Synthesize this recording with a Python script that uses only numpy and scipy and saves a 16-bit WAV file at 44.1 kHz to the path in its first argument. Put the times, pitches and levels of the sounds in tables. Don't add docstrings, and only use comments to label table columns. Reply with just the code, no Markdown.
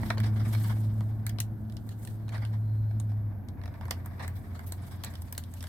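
import sys
import numpy as np
from scipy import signal
from scipy.fft import rfft, irfft
from scipy.io import wavfile
from scipy.ndimage import uniform_filter1d

SR = 44100
rng = np.random.default_rng(int(sys.argv[2]) if len(sys.argv) > 2 else 0)


def waveform_to_disk(signal):
    frames = np.transpose(np.atleast_2d(signal))
    scaled = np.clip(frames, -1, 1) * 32767
    samples = np.round(scaled).astype(np.int16)
    wavfile.write(sys.argv[1], SR, samples)


N = 250488

# f/Hz, relative density/dB
HISS_SPECTRUM = [(1530, -47.5), (2600, -37.5), (5880, -32.5), (6390, -16), (7150, -27.5), (9380, -25),
                 (11000, -7), (11900, 2.5), (15800, -10)]
# f/Hz, relative density/dB
OUTDOOR_SPECTRUM = [(15, -72.5), (25, -26), (70, -12.5), (85, -13.5), (107, -9.5), (125, -11), (141, -20.5),
                    (220, -18.5), (435, -37.5), (461, -39), (680, -36), (1270, -51), (1540, -46.5),
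                    (2600, -77.5), (3380, -112), (5720, -120)]
# t/s, level/dB
OUTDOOR_LEVEL = [(0, -35), (1, -39.5), (2, -41.5), (3, -41), (4, -41), (5, -42.5), (5.68, -46)]
# t/s, level/dB
ENGINE_LEVEL = [(0, -38.5), (.24, -25.5), (.75, -27.5), (1.35, -32), (1.72, -39.5), (2.12, -39.5),
                (2.4, -31), (2.75, -28.5), (3.2, -31.5), (3.37, -33), (3.5, -48.5), (3.76, -36),
                (4.2, -38.5), (4.55, -44), (5.43, -43.5), (5.58, -39), (5.68, -45)]
# t/s, firing rate/Hz, flutter/dB
ENGINE_SPEED = [(0, 110, 1.2), (.15, 107.5, .8), (3.05, 107.5, .8), (3.3, 103, 1.8), (3.5, 90, 2.5),
                (4.4, 89, 3.5), (5.68, 89, 3.5)]
# t/s, level/dB
WHISTLE_LEVEL = [(0, -99), (2.12, -97.5), (2.2, -82), (2.3, -77), (2.58, -85), (2.68, -75), (2.95, -79),
                 (3.05, -104.5), (5.68, -99)]
# f/Hz, width/Hz, relative level/dB
CABIN_MODES = [(456, 178, -5.5), (691, 120, 2), (945, 123, 1.5), (1174, 215, -2)]
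SHELL_MODES = [(1603, 310, -1.5), (1831, 305, 0.5), (2041, 326, -1.5), (2274, 273, -5)]
HUB_MODES = [(2960, 610, -2), (3610, 900, 1), (4290, 840, 2), (4773, 850, 0.5), (5660, 900, -8)]
SHAFT_MODES = [(6660, 1070, -4.5), (7910, 640, 1.5), (8730, 800, 1), (9860, 570, 1.6)]
TIP_MODES = [(12380, 2350, 0.5), (13300, 1300, -9), (14260, 790, -3), (14300, 2400, -1)]
# t/s, pressing creak/dB, sliding hiss/dB
FINGER_LEVELS = [(0, -56, -61.5), (.09, -58, -56), (.22, -65, -79), (.44, -59, -62), (.6, -61, -53),
                 (.76, -61, -63), (.88, -69.5, -67.5), (1.4, -67, -83), (1.8, -83, -77.5), (2.09, -75, -66),
                 (2.27, -67.5, -78.5), (2.42, -61.5, -68), (2.64, -71.5, -78.5), (3.11, -73, -78.5),
                 (3.45, -71, -99), (3.75, -62, -77), (4.4, -60.5, -73), (4.9, -65, -67.5), (5.27, -64, -71),
                 (5.4, -65.5, -74), (5.6, -65, -66.5)]
# t/s, body/dB, hub/dB, screwdriver/dB, tip over shaft/dB
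SCRAPES = [(0.049, -59, -63, -60, 10.0), (0.229, -45.5, -48.5, -57, -2), (0.254, -51, -52.5, -58, -3),
           (0.355, -51, -58.5, -68.8, -0.9), (0.392, -50.5, -54.5, -65.0, -3.8),
           (0.445, -50, -59, -63.5, -14.0), (0.475, -68, -72, -65, -8), (0.522, -49, -51.5, -50, 2),
           (0.565, -69, -62, -65, 1.5), (0.595, -55, -61, -66, -0.7), (0.635, -49, -52.5, -63.4, -0.5),
           (0.665, -60, -63, -54.3, 4), (0.691, -44.5, -51.5, -61.5, -1.8), (0.755, -63, -71.7, -69.8, 5.7),
           (1.861, -67.5, -81.7, -66, 4.2), (1.904, -63, -61.5, -68.4, -5.1), (1.985, -70, -80.6, -64, 1.7),
           (2.02, -65, -71, -59, 1.3), (2.094, -72, -78, -65, -1.3), (2.318, -49.5, -59, -66, -7.1),
           (2.338, -45.5, -54, -65, -9), (2.415, -49.6, -59.2, -78, -2.0), (2.526, -55.3, -62.5, -75.1, -7),
           (3.088, -66, -69.0, -75.9, 0.2), (4.191, -45, -55.5, -64.7, 1), (4.22, -47, -53.5, -59.5, -3.3),
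           (4.351, -62, -63, -60.5, 7), (4.544, -54, -60.2, -66.6, -6), (4.661, -70, -64, -53.5, 11),
           (4.815, -70, -82, -67, -11), (4.861, -78, -79, -59.5, 0.2), (4.907, -55, -58.5, -59.5, -0.3),
           (5.055, -52, -53, -68.4, -6.8), (5.095, -59.5, -74.3, -60.5, -2), (5.165, -66.5, -80, -66, 0.5),
           (5.269, -66, -66.8, -69, -2.9), (5.563, -75, -60.6, -66.7, 4.8)]
# t/s, cabin/dB, shell/dB, hub/dB, screwdriver/dB, tip over shaft/dB, left over right/dB
TICKS = [(0.031, -45, -47.5, -62, -74.7, 0.0, -8.0), (0.102, -31.5, -32.5, -39.5, -53.5, -3.5, -0.4),
         (0.172, -45.0, -50, -59.1, -78, -8.4, 1.0), (0.18, -46, -51, -46.5, -60, -2.3, -0.6),
         (0.201, -51, -45.5, -49.5, -51.5, 3, -4), (0.549, -48.5, -46.5, -51, -56, -2, -2),
         (1.007, -47, -56, -59.8, -65, -3.5, -2), (1.265, -62, -46.5, -46.5, -43, 1, -2),
         (1.293, -72, -54, -51, -51, -1, -1.1), (1.385, -49.5, -54.5, -48.0, -60, -4.1, 11),
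         (1.402, -60, -51, -39.5, -36.5, -4.5, 1), (1.697, -67, -68, -64.1, -71.1, -1.8, -6.0),
         (1.722, -66, -71, -64, -72, -13.1, -2.8), (1.767, -71, -63.6, -54.5, -62.5, -6, -3.5),
         (1.89, -64, -61, -57, -59, -4, -3.1), (2.049, -62, -64, -59.0, -57, -7.8, -1.4),
         (2.073, -62, -57, -55.5, -56, -8, -4), (2.28, -60.0, -66, -61, -69, -6.0, -3),
         (2.291, -67.8, -57, -55.5, -67.5, -9, -2.5), (2.379, -58, -52.5, -57, -72, -7.3, -0.8),
         (2.45, -66.3, -57, -52, -63.5, -10, -1.4), (2.909, -57, -62.5, -69.5, -81, -0.8, -4.1),
         (2.999, -56, -64.5, -59, -52, -10.5, 0), (3.117, -57, -72, -72, -79, -8.6, -4),
         (3.485, -62, -65.1, -60.5, -64, -6.4, -3), (3.614, -64, -62.8, -68, -80.5, -6.7, -7),
         (3.636, -55, -57, -60.5, -69, -4.6, -1.8), (3.657, -53, -55, -61.6, -69, -2.6, -1.2),
         (3.677, -52, -58, -61, -75.3, -3.8, -1), (3.74, -69, -60, -67.4, -79.6, -7.5, -4.0),
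         (3.81, -49.8, -54.5, -60, -66, 0, -4), (3.853, -51.0, -54, -63.3, -64, 5.1, -3),
         (3.881, -48.5, -57.8, -68, -68, -7.2, -2.5), (3.908, -38.5, -41.5, -36.5, -40, -1.5, -1.5),
         (4.059, -49.5, -56, -66, -52.5, 5, 0.7), (4.135, -65.8, -61, -74, -81.3, -1.7, -4.8),
         (4.245, -48, -50.5, -60, -68, -4.4, -1), (4.278, -52, -48, -56.5, -49, 2, 0.9),
         (4.592, -50, -50.5, -63.7, -63, -3.2, -4.2), (4.643, -58, -68, -78.4, -74.0, 10.0, -2),
         (4.721, -52.2, -56, -50, -44.7, 0.3, 0.1), (5.036, -48.5, -51.6, -44.8, -49, 5, -1),
         (5.045, -51, -50, -49, -45, 0, -2), (5.137, -69.8, -58, -61, -64, -2.4, -0.8),
         (5.153, -64.8, -59.1, -53.5, -62.9, -2, -3), (5.219, -58, -70, -61.5, -54, 2, 0.5),
         (5.325, -53.5, -54, -55.5, -45, 6, 1), (5.349, -70.3, -62.2, -58, -64, 5.9, -1.4),
         (5.378, -52.5, -48.5, -44.5, -40.2, -1.5, 0), (5.437, -70.7, -73, -56.4, -61.8, -7, 0),
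         (5.538, -72.1, -73, -62.5, -54.5, -1.9, -1.4), (5.606, -61, -65, -54, -62.8, -14.0, -5),
         (5.626, -62, -55, -55.5, -51, -1.1, -1), (5.639, -52.5, -51.5, -54, -57.7, -2.9, 1),
         (5.669, -65, -58, -56, -61.2, -3.7, -1.4)]
TAIL_SEND_DB = [4.5, 5, 3, -2.5, 1.5]
SIDE = np.array([[1], [-1]])

TAIL_T60_S, PORT_LAG_S = .12, .00007
FIRST_BLOW_DB, TOUCH_SPREAD_DB = 14, 1.8


def undb(db):
    return 10 ** (np.asarray(db) / 20)


def level(x, db):
    return x * undb(db) / np.sqrt(np.mean(x ** 2))


def curves(table):
    times, *columns = np.transpose(table)
    return [np.interp(np.arange(N) / SR, times, column) for column in columns]


def walk(rate):
    hold = int(SR / rate)
    steps = np.repeat(rng.standard_normal(N // hold + 1), hold)
    return 1.354 * uniform_filter1d(uniform_filter1d(steps, hold), hold)[:N]


def noise_spectrum(points):
    hz, db = np.transpose(points)
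    gain = undb(np.interp(np.log(np.fft.rfftfreq(N, 1 / SR) + 1e-9), np.log(hz), db))
    return rfft(rng.standard_normal((2, N))) * gain


def response(modes, size, touch_db=0):
    centre, width, db = np.transpose(modes)[:, :, None]
    hz = np.fft.rfftfreq(size, 1 / SR)
    sign = (-1.) ** np.arange(len(modes))[:, None]
    peaks = 1j * hz * width / (centre ** 2 - hz ** 2 + 1j * hz * width)
    gain = np.sum(sign * undb(db + touch_db) * peaks, axis=0)
    return gain / np.sqrt(np.mean(abs(gain) ** 2))


def ring(x, modes):
    return irfft(rfft(x) * response(modes, N), N)


def microphone_hiss(top_hz=15800, db=-71.5):
    below = np.fft.rfftfreq(N, 1 / SR) < top_hz
    return level(irfft(noise_spectrum(HISS_SPECTRUM) * below, N), db)


def rumble(hz=48.4, width_hz=16, db=-57):
    mid, side = ring(rng.standard_normal((2, N)), [(hz, width_hz, 0)])
    return level(mid + .2 * side * SIDE, db)


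def outdoors():
    out, swell = 0, walk(0.55)
    hz = np.fft.rfftfreq(N, 1 / SR) + 1e-9
    for centre in 50 * 2. ** np.arange(7):
        band = np.cos(np.pi / 2 * np.clip(np.log2(hz / centre), -1, 1))
        mid, side = irfft(noise_spectrum(OUTDOOR_SPECTRUM) * band, N)
        apart = np.clip((centre / 2500) ** 0.39, .2, 1)
        out = out + undb(0.25 * swell + 0.3 * walk(4.5)) * (mid + apart * side * SIDE)
    return level(out, curves(OUTDOOR_LEVEL)[0])


def far_engine(fade_db_per_s=5, slowing_db_per_hz=.35):
    hz, flutter_db = curves(ENGINE_SPEED)
    wobble = 0.0041 * flutter_db ** 1.585 * walk(20)
    phase = 2 * np.pi * np.cumsum(hz * (1 + wobble)) / SR
    second_db = -40 - fade_db_per_s * np.arange(N) / SR - slowing_db_per_hz * np.maximum(105 - hz, 0)
    harmonics_db = curves(ENGINE_LEVEL)[0], second_db, second_db - 12
    return sum(np.sqrt(2) * undb(db + flutter_db * walk(18)) * np.sin(k * phase)
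               for k, db in enumerate(harmonics_db, 1))


def whistle(hz=4150, width_hz=260):
    mode = [(hz, width_hz, 0)]
    narrow = ring(ring(rng.standard_normal((2, N)), mode), mode)
    return level(narrow, curves(WHISTLE_LEVEL)[0])


def ping(start_s=.549, hz=4200, db=-49, t60_s=.17):
    t = np.arange(N) / SR - start_s
    return (t > 0) * undb(db - 60 * np.maximum(t, 0) / t60_s) * np.sin(2 * np.pi * hz * t)


def skin_slips(scatter_db, patchy_db):
    mid, side = rng.standard_normal((2, N))
    strength = undb(scatter_db * rng.standard_normal(N) + patchy_db * walk(90))
    return level(strength * (mid + 0.98 * side * SIDE), 0)


def fingers(slide_share=0.69, cabin_apart=.6):
    creak_db, skin_db = curves(FINGER_LEVELS)
    rasp_db = creak_db + slide_share * (skin_db - creak_db) - 1
    creak = skin_slips(scatter_db=3.8, patchy_db=2.7)
    mid = creak.mean(axis=0)
    low_creak = mid + cabin_apart * (creak - mid)
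    body = ring(creak, SHELL_MODES) + undb(5) * ring(low_creak, CABIN_MODES)
    slide = skin_slips(scatter_db=4.5, patchy_db=2.34)
    skin = ring(slide, SHAFT_MODES) + undb(2) * ring(slide, TIP_MODES)
    return undb(creak_db) * body + undb(rasp_db) * ring(creak, HUB_MODES) + undb(skin_db) * skin


def short_tail(envelope, noise):
    decay = undb(-120 / TAIL_T60_S / SR)
    power = signal.lfilter([.02], [1, -decay], envelope ** 2)
    return rfft(noise * np.sqrt(power))


def contacts(table, decay_ms, tail_send_db, swell, apart):
    size, samples_10ms = 8192, SR / 100
    out = np.zeros((2, N + size))
    t, hz = np.arange(size) / SR, np.fft.rfftfreq(size, 1 / SR)
    age = 1000 * t / decay_ms
    envelope = np.exp(-age ** 1.14) * np.minimum(t / .0006, 1) * (age if swell else 1)
    envelope /= np.sqrt(np.sum(envelope ** 2) / samples_10ms)
    for start_s, cabin_db, shell_db, hub_db, driver_db, tip_db, pan_db in table:
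        mid, side, scatter, touch, *diffuse = rng.standard_normal((6, size))
        if not swell:
            mid[np.argmax(envelope)] = undb(FIRST_BLOW_DB)
        mid_spectrum, side_spectrum = rfft(envelope * undb(4.1 * scatter) * np.array([mid, side]))
        rattle = mid_spectrum + apart * np.minimum(hz / 1500, 1) * side_spectrum * SIDE
        lag_s = PORT_LAG_S * (1 + 0.67 * touch[-1]) * np.array([[0], [1]])
        rattle *= np.exp(-2j * np.pi * hz * lag_s)
        tail, total = short_tail(envelope, diffuse), 0
        parts_db = cabin_db, shell_db, hub_db, driver_db - tip_db / 2, driver_db + tip_db / 2
        for k, modes in enumerate((CABIN_MODES, SHELL_MODES, HUB_MODES, SHAFT_MODES, TIP_MODES)):
            part = response(modes, size, TOUCH_SPREAD_DB * touch[8 * k:8 * k + len(modes), None])
            strike = rattle * np.sqrt(samples_10ms / np.mean(abs(part * mid_spectrum) ** 2))
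            part_tail = undb(tail_send_db + TAIL_SEND_DB[k]) * tail
            total = total + undb(parts_db[k]) * part * (strike + part_tail)
        start = int(start_s * SR)
        out[:, start:start + size] += undb(SIDE * pan_db / 2) * irfft(total, size)
    return out[:, :N]


def scrapes(cabin_over_shell_db=1.5, pan_db=-1.5):
    tilt_db = cabin_over_shell_db / 2
    rows = [(start_s, body_db + tilt_db, body_db - tilt_db, *metal_db, pan_db)
            for start_s, body_db, *metal_db in SCRAPES]
    return contacts(rows, decay_ms=11.1, tail_send_db=-12.5, swell=True, apart=0.71)


def ticks():
    return contacts(TICKS, decay_ms=3.1, tail_send_db=-16.5, swell=False, apart=0.59)


def scene():
    near = ticks() + scrapes() + fingers() + ping()
    return near + whistle() + far_engine() + outdoors() + microphone_hiss() + rumble()


def record(dry):
    return signal.sosfilt(signal.ellip(10, .2, 70, 16700, fs=SR, output="sos"), dry)


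dry = scene()
out = record(dry)
waveform_to_disk(out)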